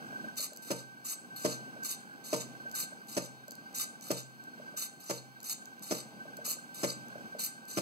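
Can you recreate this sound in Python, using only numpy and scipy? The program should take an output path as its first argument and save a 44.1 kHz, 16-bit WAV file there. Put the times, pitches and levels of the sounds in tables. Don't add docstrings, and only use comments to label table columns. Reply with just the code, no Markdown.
import sys
import numpy as np
from scipy import signal
from scipy.fft import rfft, irfft, next_fast_len
from scipy.io import wavfile

SR = 44100
rng = np.random.default_rng(int(sys.argv[2]) if len(sys.argv) > 2 else 0)


def level_to_linear(level):
    exponent = np.asarray(level, float) / 20
    return 10 ** exponent


def store_pcm(level_fs):
    pcm = np.round(np.clip(level_fs, -1, 1) * 32767).astype(np.int16)
    wavfile.write(sys.argv[1], SR, np.atleast_2d(pcm).T)


N = 344421

# start_s, electrical_turns_per_s, warble_db
STEPPER_MOVES = [(0.0, 44, -50), (0.13, 22, -46), (0.5, 41, -56), (0.95, 25, -57), (1.18, 16, -54),
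                 (1.7, 30, -53), (1.79, 13, -46), (1.98, 48, -53), (2.55, 20, -51), (2.65, 12, -48),
                 (2.89, 23, -55), (3.41, 18, -56), (3.58, 14, -53), (3.9, 20, -55), (4.37, 15, -52),
                 (4.5, 19, -53), (4.65, 12, -52), (4.9, 20, -56), (5.33, 17, -56), (5.59, 18, -55),
                 (6.16, 12, -53), (6.3, 20, -52), (6.58, 19, -54), (7.08, 34, -53), (7.22, 16, -51),
                 (7.53, 19, -54)]
# start_s, level_db, right_port_louder_db
STEPPER_HOLDS = [(0.315, -57, 5), (0.4, -67, 4), (0.57, -55, 4), (1.02, -56, 1.5), (1.31, -48, -.5),
                 (1.87, -54, 3.3), (2.2, -60, 6.5), (2.75, -50, 2), (3.03, -55, -1), (3.74, -50, .3),
                 (3.98, -57, .7), (4.79, -53, 2), (4.96, -61, 3.5), (5.45, -61, 1), (5.8, -58, 1.5),
                 (6.46, -61, 3), (6.7, -52.5, 2.5), (7.4, -54, 2), (7.63, -53, 2)]
# pitch_hz, level_db (rms)
FAINT_LINES = [(797, -71), (2300, -80), (3800, -82), (4330, -78), (4700, -79)]
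CHOPPER_HZ = 1551.7
STEADY_SHARE_DB, TRAVEL_SHARE_DB, TRAVEL_S, TURNING_RIGHT_DB = -5, -12, .2, 2

# time_s, level_db
DESK_RUMBLE = [(0.0, -49), (0.26, -48), (0.43, -57), (1.11, -58), (1.63, -50.5), (2.09, -55.5),
               (2.5, -51.5), (3.5, -58), (3.72, -53), (4.24, -59), (4.68, -52.5), (4.85, -59), (5.13, -59),
               (6.37, -52.5), (6.63, -54.5), (7.24, -50), (7.46, -55.5), (7.81, -57)]
# pitch_hz, level_db (per Hz)
BACKGROUND_COLOUR = [(40, -16), (80, -16), (130, 5), (230, 4.5), (300, 4.5), (400, 0.5), (700, -2.5),
                     (1100, -18.5), (2000, -27.5), (4000, -32), (8000, -35.5), (10500, -41.5), (13500, -46),
                     (15500, -41)]
HISS_DB, HISS_FOLLOWS = -60, 0.72

# start_s, peak_db
FRAME_KNOCKS = [(0.127, -51), (0.186, -66), (0.242, -49.5), (0.396, -49.5), (0.52, -50), (1.626, -56),
                (1.762, -49.5), (2.653, -50), (2.922, -51.5), (3.482, -51), (4.598, -48), (4.741, -51.5),
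                (6.254, -48.5), (6.388, -43.5), (6.477, -50), (7.156, -43.5), (7.188, -54), (7.349, -42)]
# start_s, peak_db, crack_db
PEN_LANDINGS = [
    (0.703, -25, -45),
    (1.446, -20, -44),
    (2.328, -22, -44),
    (3.165, -23, -44),
    (4.102, -25, -46),
    (5.095, -28, -45.5),
    (5.908, -23, -44.5),
    (6.831, -22.5, -43),
    (7.77, -22, -43.5),
]
# after_touch_s, level_db
LANDING_BOUNCES = [
    (0, -2.5),
    (.003, 3),
    (.0095, 0),
    (0.015, 0),
    (.031, -17),
    (.041, -27),
    (.06, -25),
]
# pitch_hz, level_db, t60_s
FRAME_MODES = [(129.4, -17.5, 0.79), (174.5, -13.5, 0.13), (226, -12.5, 0.23), (242, -19, 0.16),
               (270.5, -17, 0.25), (314, -14, 0.2), (319, 4.5, 0.027), (462.5, -9.5, 0.24),
               (498.3, -17.5, 0.3), (563.3, 4.5, 0.056), (558.3, -1.5, 0.083), (605.6, -8, 0.088),
               (697, -7, 0.041), (918, -26.5, 0.27), (1194, -15, 0.11)]
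# pitch_hz, level_db (per Hz)
CRACK_COLOUR = [(800, -2), (1300, 0), (2200, -5), (3400, -11), (4500, -3), (6600, -2), (8600, -7),
                (9500, -9), (12000, -10), (13000, -16), (15500, -16)]

ROOM_T60_S, ROOM_DB = 0.39, -12

# start_s, kick_db, full_speed_db
PEN_LIFTS = [
    (0.365, -37.5, -39),
    (1.042, -45.5, -39),
    (1.841, -37, -38.5),
    (2.743, -38, -37.5),
    (3.743, -39.5, -36.5),
    (4.765, -38, -39),
    (5.438, -46.5, -38),
    (6.444, -38, -37.5),
    (7.387, -35.5, -39.5),
]
# start_s, running_db, pressing_db (once landed)
PEN_DROPS = [
    (0.62, -51, -47.5),
    (1.358, -50, -40.5),
    (2.238, -50.5, -40.5),
    (3.079, -49.5, -47.5),
    (4.018, -50.5, -43.5),
    (4.998, -56, -47),
    (5.82, -49.5, -41.5),
    (6.74, -49, -41.5),
    (7.678, -50.5, -44),
]
# start_s, peak_db
HOLD_TWITCHES = [(0.5322, -41), (0.5618, -38), (0.5713, -36), (1.8302, -38.5), (1.8345, -35),
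                 (2.7134, -36.5), (2.7228, -44), (3.48, -40), (3.5076, -35), (3.5177, -37), (3.552, -38.5),
                 (4.0093, -41), (4.4378, -45), (5.402, -41), (5.411, -47), (5.4297, -37), (5.441, -40),
                 (5.655, -40.5), (5.7932, -47), (6.368, -36), (7.0828, -45), (7.6525, -47)]
# start_s, peak_db
TOOTH_SNAGS = [(0.4045, -25), (0.7136, -23), (1.4577, -36), (1.873, -32), (2.3375, -33), (3.1765, -29),
               (3.7838, -24), (4.114, -19.5), (4.818, -34), (5.1068, -24.5), (5.4959, -26), (5.9217, -27),
               (6.502, -36), (6.5164, -23), (7.426, -34)]
STIR_TIMES = [.357, 2.695, 3.071, 3.728]
STIR_DB, TWITCH_GAIN_DB, SNAG_GAIN_DB = -46, 2, -1.0
# pitch_hz, level_db (per Hz)
GEAR_COLOUR = [(700, -26), (1200, -2), (2000, -2.5), (3000, -3), (3350, -25), (3700, 1), (4300, 0.5),
               (5300, -0.5), (7000, -1.5), (8700, -0.5), (10000, -4), (12200, 0.5), (14000, -6),
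               (15500, -10)]
# pitch_hz, width_hz, level_db
GEAR_CASE = [(1150, 60, -19), (1260, 60, -17), (3700, 120, -17), (4330, 150, -12), (4700, 120, -14),
             (6050, 120, -13), (6400, 120, -14), (6800, 120, -12), (7250, 150, -10), (8050, 150, -13),
             (8700, 150, -17), (11000, 200, -18), (12170, 150, -13), (13300, 400, -14)]
CASE_DB = -6
# pitch_hz, level_db (per Hz)
TWITCH_COLOUR = [(3500, -16), (4600, 1.5), (5500, -7.5), (7000, 3.5), (8500, -12), (12500, -3.5),
                 (15500, -9)]
# after_lift_s, length_s, from_hz, to_hz, level_db
RUN_DOWN = (.066, .045, 2500, 1750, -65)

START_DB, COAST_DB = -15, -23
KICK_S, KICK_DIP_S, FULL_SPEED_S, BRAKE_S, LIFT_END_S = .009, .036, 0.075, 0.095, 0.13
KICK_DIP_DB, BRAKE_DB = -3, -4.5
DROP_KICK_S, LAND_S, JOLT_S, PRESS_END_S, DROP_END_S = 0.0054, 0.0766, 0.02, 0.18, 0.23
JOLT_DB = -1
LIFT_BRIGHT_DB, DROP_BRIGHT_DB, DULLING_DB_PER_S, COAST_BRIGHT_DB = -2, -1, -97, -16.0

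# pitch_hz, lead_half_turns
RIGHT_LEAD = [(0, .85), (80, .65), (150, .28), (1000, .22), (1500, .97), (1680, 1), (1840, 1.02),
              (1950, 1.17), (8900, 9.02), (9600, 9.9), (10100, 9.95), (10350, 9), (11000, 8.95),
              (11350, 8.12), (12300, 7.95), (12600, 7.3), (14300, 6.8), (14600, 6), (22050, 6)]
# pitch_hz, likeness (0-1)
SIDE_LIKENESS = [(60, .2), (200, .7), (1000, .9), (1600, .97), (1700, .998), (1900, .998), (2700, .6),
                 (3500, .87), (5300, .995), (6300, .98), (8000, .85), (10000, .8), (10650, .995),
                 (11200, .6), (12000, .8), (12600, .5), (14300, .5), (15000, .97), (15500, .3)]


def in_time(rows):
    s, *columns = np.transpose(rows)
    return [np.interp(np.arange(N) / SR, s, c) for c in columns]


def rms_one(x):
    return x / np.sqrt(np.mean(x ** 2))


def coloured(x, spectrum, low_hz, high_hz):
    size = next_fast_len(x.shape[1])
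    hz = np.arange(size // 2 + 1) * SR / size + 1
    colour_hz, colour_db = np.transpose(spectrum)
    level_db = np.interp(np.log(hz), np.log(colour_hz), colour_db)
    edges = 1 / np.sqrt((1 + (low_hz / hz) ** 8) * (1 + (hz / high_hz) ** 8))
    alike = np.interp(hz, *np.transpose(SIDE_LIKENESS))
    mid, side = rfft(x, size) * level_to_linear(level_db) * edges
    ports = np.sqrt(1 + alike) * mid + np.sqrt(1 - alike) * side * [[1], [-1]]
    return rms_one(irfft(ports, size)[:, :x.shape[1]])


def smooth(x, hz):
    r = np.exp(-2 * np.pi * hz / SR)
    return signal.lfilter([1 - r], [1, -r], x + 1e-18)


def drift(hz):
    return rms_one(smooth(smooth(rng.standard_normal(N + SR), hz), hz)[SR:])


def pair():
    return rng.standard_normal((2, N))


def clicks(times, levels_db):
    out = np.zeros(N + SR)
    np.add.at(out, (np.asarray(times) * SR).astype(int), level_to_linear(np.asarray(levels_db)))
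    return out[:N]


def resonance(x, hz, width_hz):
    r = np.exp(-np.pi * width_hz / SR)
    return rms_one(signal.lfilter([1, 0, -1], [1, -2 * r * np.cos(2 * np.pi * hz / SR), r * r], x))


def steppers():
    states = [(s, 0, db, -90, right_db) for s, db, right_db in STEPPER_HOLDS]
    for s, turns, db in STEPPER_MOVES:
        travelling = any(0 < s - row[0] < TRAVEL_S for row in PEN_LIFTS)
        share_db = TRAVEL_SHARE_DB if travelling else STEADY_SHARE_DB
        states.append((s, turns, db + share_db, db, TURNING_RIGHT_DB))
    s, turns, steady_db, warble_db, right_db = np.transpose(sorted(states))
    now = np.searchsorted(s * SR, np.arange(N), side="right") - 1
    both_draw = (steady_db - warble_db > -8)[now]
    speed = turns[now] * (1 + np.where(both_draw, .15, .04) * drift(8))
    angle = 2 * np.pi * np.cumsum(speed) / SR
    swell = 1.2 * np.cos(angle) + .4 * np.cos(2 * angle + 1) + .4 * np.cos(3 * angle + 2)
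    swell = swell + np.where(both_draw, .7j, .25j) * np.cos(1.6 * angle)
    size = level_to_linear(steady_db[now] + .6 * drift(15)) + level_to_linear(warble_db[now] + .3 + 2 * drift(10)) * swell
    t = np.arange(N) / SR
    apart = np.array([[0], [1]]) * (.14 + .2 * drift(3))
    carrier = np.exp(1j * (2 * np.pi * CHOPPER_HZ * t + apart))
    whine = np.sqrt(2) * np.imag(smooth(smooth(size, 120), 120) * carrier)
    whine = whine * level_to_linear([[0], [1]] * smooth(right_db[now], 30))
    whine += level_to_linear(-69) * resonance(resonance(pair(), CHOPPER_HZ, 70), CHOPPER_HZ, 70)
    for hz, db in FAINT_LINES:
        whine = whine + np.sqrt(2) * level_to_linear(db + 3.5 * drift(6)) * np.sin(2 * np.pi * hz * t)
    return whine


def ground():
    rumble_db, = in_time(DESK_RUMBLE)
    hiss_db = HISS_DB + HISS_FOLLOWS * (rumble_db - rumble_db.mean())
    shake = pair() * level_to_linear(1.75 * drift(41))
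    shake += level_to_linear(-21.0) * resonance(shake, 231.0, 47) + level_to_linear(-21.0) * resonance(shake, 780, 73)
    rumble = level_to_linear(rumble_db - 1.0) * coloured(shake, BACKGROUND_COLOUR, 28, 1500)
    hiss = level_to_linear(hiss_db) * coloured(pair(), BACKGROUND_COLOUR, 1252, 23400)
    capsule = level_to_linear(-73.5) * coloured(pair(), [(9000, 0), (16000, 0)], 12500, 15500)
    return capsule + rumble + hiss


def frame():
    touch, peak_db, crack_db = np.transpose(PEN_LANDINGS)
    after, bounce_db = np.transpose(LANDING_BOUNCES)
    times = (touch[:, None] + after * rng.uniform(.97, 1.03, (len(touch), 1))).ravel()
    knock_s, knock_db = np.transpose(FRAME_KNOCKS)
    body = np.zeros(N)
    for k, (hz, mode_db, t60) in enumerate(FRAME_MODES):
        blows_db = peak_db[:, None] + bounce_db - 9.0 + rng.normal(0, 2.92, (len(touch), len(after)))
        light = clicks(knock_s, knock_db + 7.5 - 23.6 * abs(np.log2(hz / 620)))
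        blows = clicks(times, blows_db.ravel()) + light + 1e-18
        r, w = level_to_linear(-60 / (t60 * SR)), 2 * np.pi * hz / SR
        ringing = signal.lfilter([0, np.sin(w)], [1, -2 * r * np.cos(w), r * r], blows)
        body += (-1) ** k * level_to_linear(mode_db) * ringing
    body = signal.sosfilt(signal.butter(4, [95, 2500], "band", fs=SR, output="sos"), body)
    fall = level_to_linear(-60 / (.06 * SR))
    cracks = clicks(times, (crack_db[:, None] + bounce_db + 6.0).ravel())
    crack = signal.lfilter([1], [1, -fall], cracks + 1e-18)
    grit = coloured(pair(), CRACK_COLOUR, 607, 15700) + level_to_linear(-10.5) * resonance(pair(), 1420, 1360)
    return body + smooth(crack, 600) * grit


def room(x):
    t = np.arange(int(.5 * SR)) / SR
    colour = [(100, 0), (6000, 1.5), (9000, 4.5), (15000, -27.5)]
    tail = coloured(rng.standard_normal((2, len(t))), colour, 49, 15600)
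    tail = tail * (t > .004) * level_to_linear(-60 * t / ROOM_T60_S) / np.sqrt(ROOM_T60_S * SR / 14)
    return signal.fftconvolve(np.mean(x, axis=0, keepdims=True), tail, axes=1)[:, :N]


def lift(s, kick_db, full_db):
    return [(s, kick_db + START_DB, LIFT_BRIGHT_DB - 4.0),
            (s + KICK_S, kick_db, LIFT_BRIGHT_DB),
            (s + KICK_DIP_S, (kick_db + full_db) / 2 + KICK_DIP_DB, LIFT_BRIGHT_DB),
            (s + FULL_SPEED_S, full_db, LIFT_BRIGHT_DB + 4.0),
            (s + BRAKE_S, full_db + BRAKE_DB, LIFT_BRIGHT_DB),
            (s + LIFT_END_S, full_db + COAST_DB, COAST_BRIGHT_DB)]


def drop(s, run_db, press_db):
    after = [0, DROP_KICK_S, LAND_S, LAND_S + JOLT_S, LAND_S + 2 * JOLT_S, PRESS_END_S, DROP_END_S]
    gear_db = [run_db + START_DB, run_db, run_db + 3.5,
               press_db + JOLT_DB, press_db - 1.0, press_db, press_db + COAST_DB]
    return [(s + a, db, DROP_BRIGHT_DB + DULLING_DB_PER_S * a) for a, db in zip(after, gear_db)]


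def servo():
    teeth = (rng.random(N) < 6000 / SR) * level_to_linear(1.8 * np.minimum(rng.exponential(1, N), 4))
    chatter = rms_one(pair() * (0.72 + teeth) * level_to_linear(1.67 * drift(67)))
    case = sum(level_to_linear(CASE_DB + db + 5.9 * drift(32)) * resonance(chatter, hz, width_hz)
               for hz, width_hz, db in GEAR_CASE)
    chatter = chatter + case
    body = coloured(chatter, GEAR_COLOUR, 600, 9400)
    bright = coloured(chatter, GEAR_COLOUR, 9400, 15600)
    curve = []
    for run in sorted([lift(*row) for row in PEN_LIFTS] + [drop(*row) for row in PEN_DROPS]):
        curve += [(run[0][0] - .004, -90, 0), *run, (run[-1][0] + 0.013, -90, 0)]
    gear_db, bright_db = in_time(curve)
    whir = level_to_linear(gear_db - 1.5) * (body + level_to_linear(bright_db) * bright)
    jerks = clicks(STIR_TIMES, STIR_DB)
    jerks = jerks + level_to_linear(TWITCH_GAIN_DB) * clicks(*np.transpose(HOLD_TWITCHES))
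    jerks = jerks + level_to_linear(SNAG_GAIN_DB) * clicks(*np.transpose(TOOTH_SNAGS))
    burst = np.convolve(jerks, np.hanning(180))[:N]
    return whir + level_to_linear(-6.0) * burst * coloured(pair(), TWITCH_COLOUR, 3400, 18500)


def run_down():
    after, length, from_hz, to_hz, db = RUN_DOWN
    hz = np.linspace(from_hz, to_hz, int(length * SR))
    tone = np.hanning(len(hz)) * np.sin(2 * np.pi * np.cumsum(hz) / SR)
    times = [row[0] + after for row in PEN_LIFTS]
    return np.convolve(clicks(times, db + 6 + rng.normal(0, 2, len(times))), tone)[:N]


def scene():
    machine = servo() + run_down() + frame()
    return machine + level_to_linear(ROOM_DB) * room(machine) + steppers() + ground()


def band_limit(x):
    return signal.sosfilt(signal.butter(12, 16360, fs=SR, output="sos"), x)


def record(dry):
    size = next_fast_len(N + 2048)
    hz = np.arange(size // 2 + 1) * SR / size
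    lead = np.exp(1j * np.pi * np.interp(hz, *np.transpose(RIGHT_LEAD)))
    right = irfft(rfft(dry[1], size) * lead, size)[:N]
    ports = np.array([dry[0], right])
    mix = signal.sosfilt(signal.cheby2(16, 50, 16150, fs=SR, output="sos"), ports)
    return band_limit(mix)


dry = scene()
out = record(dry)
store_pcm(out)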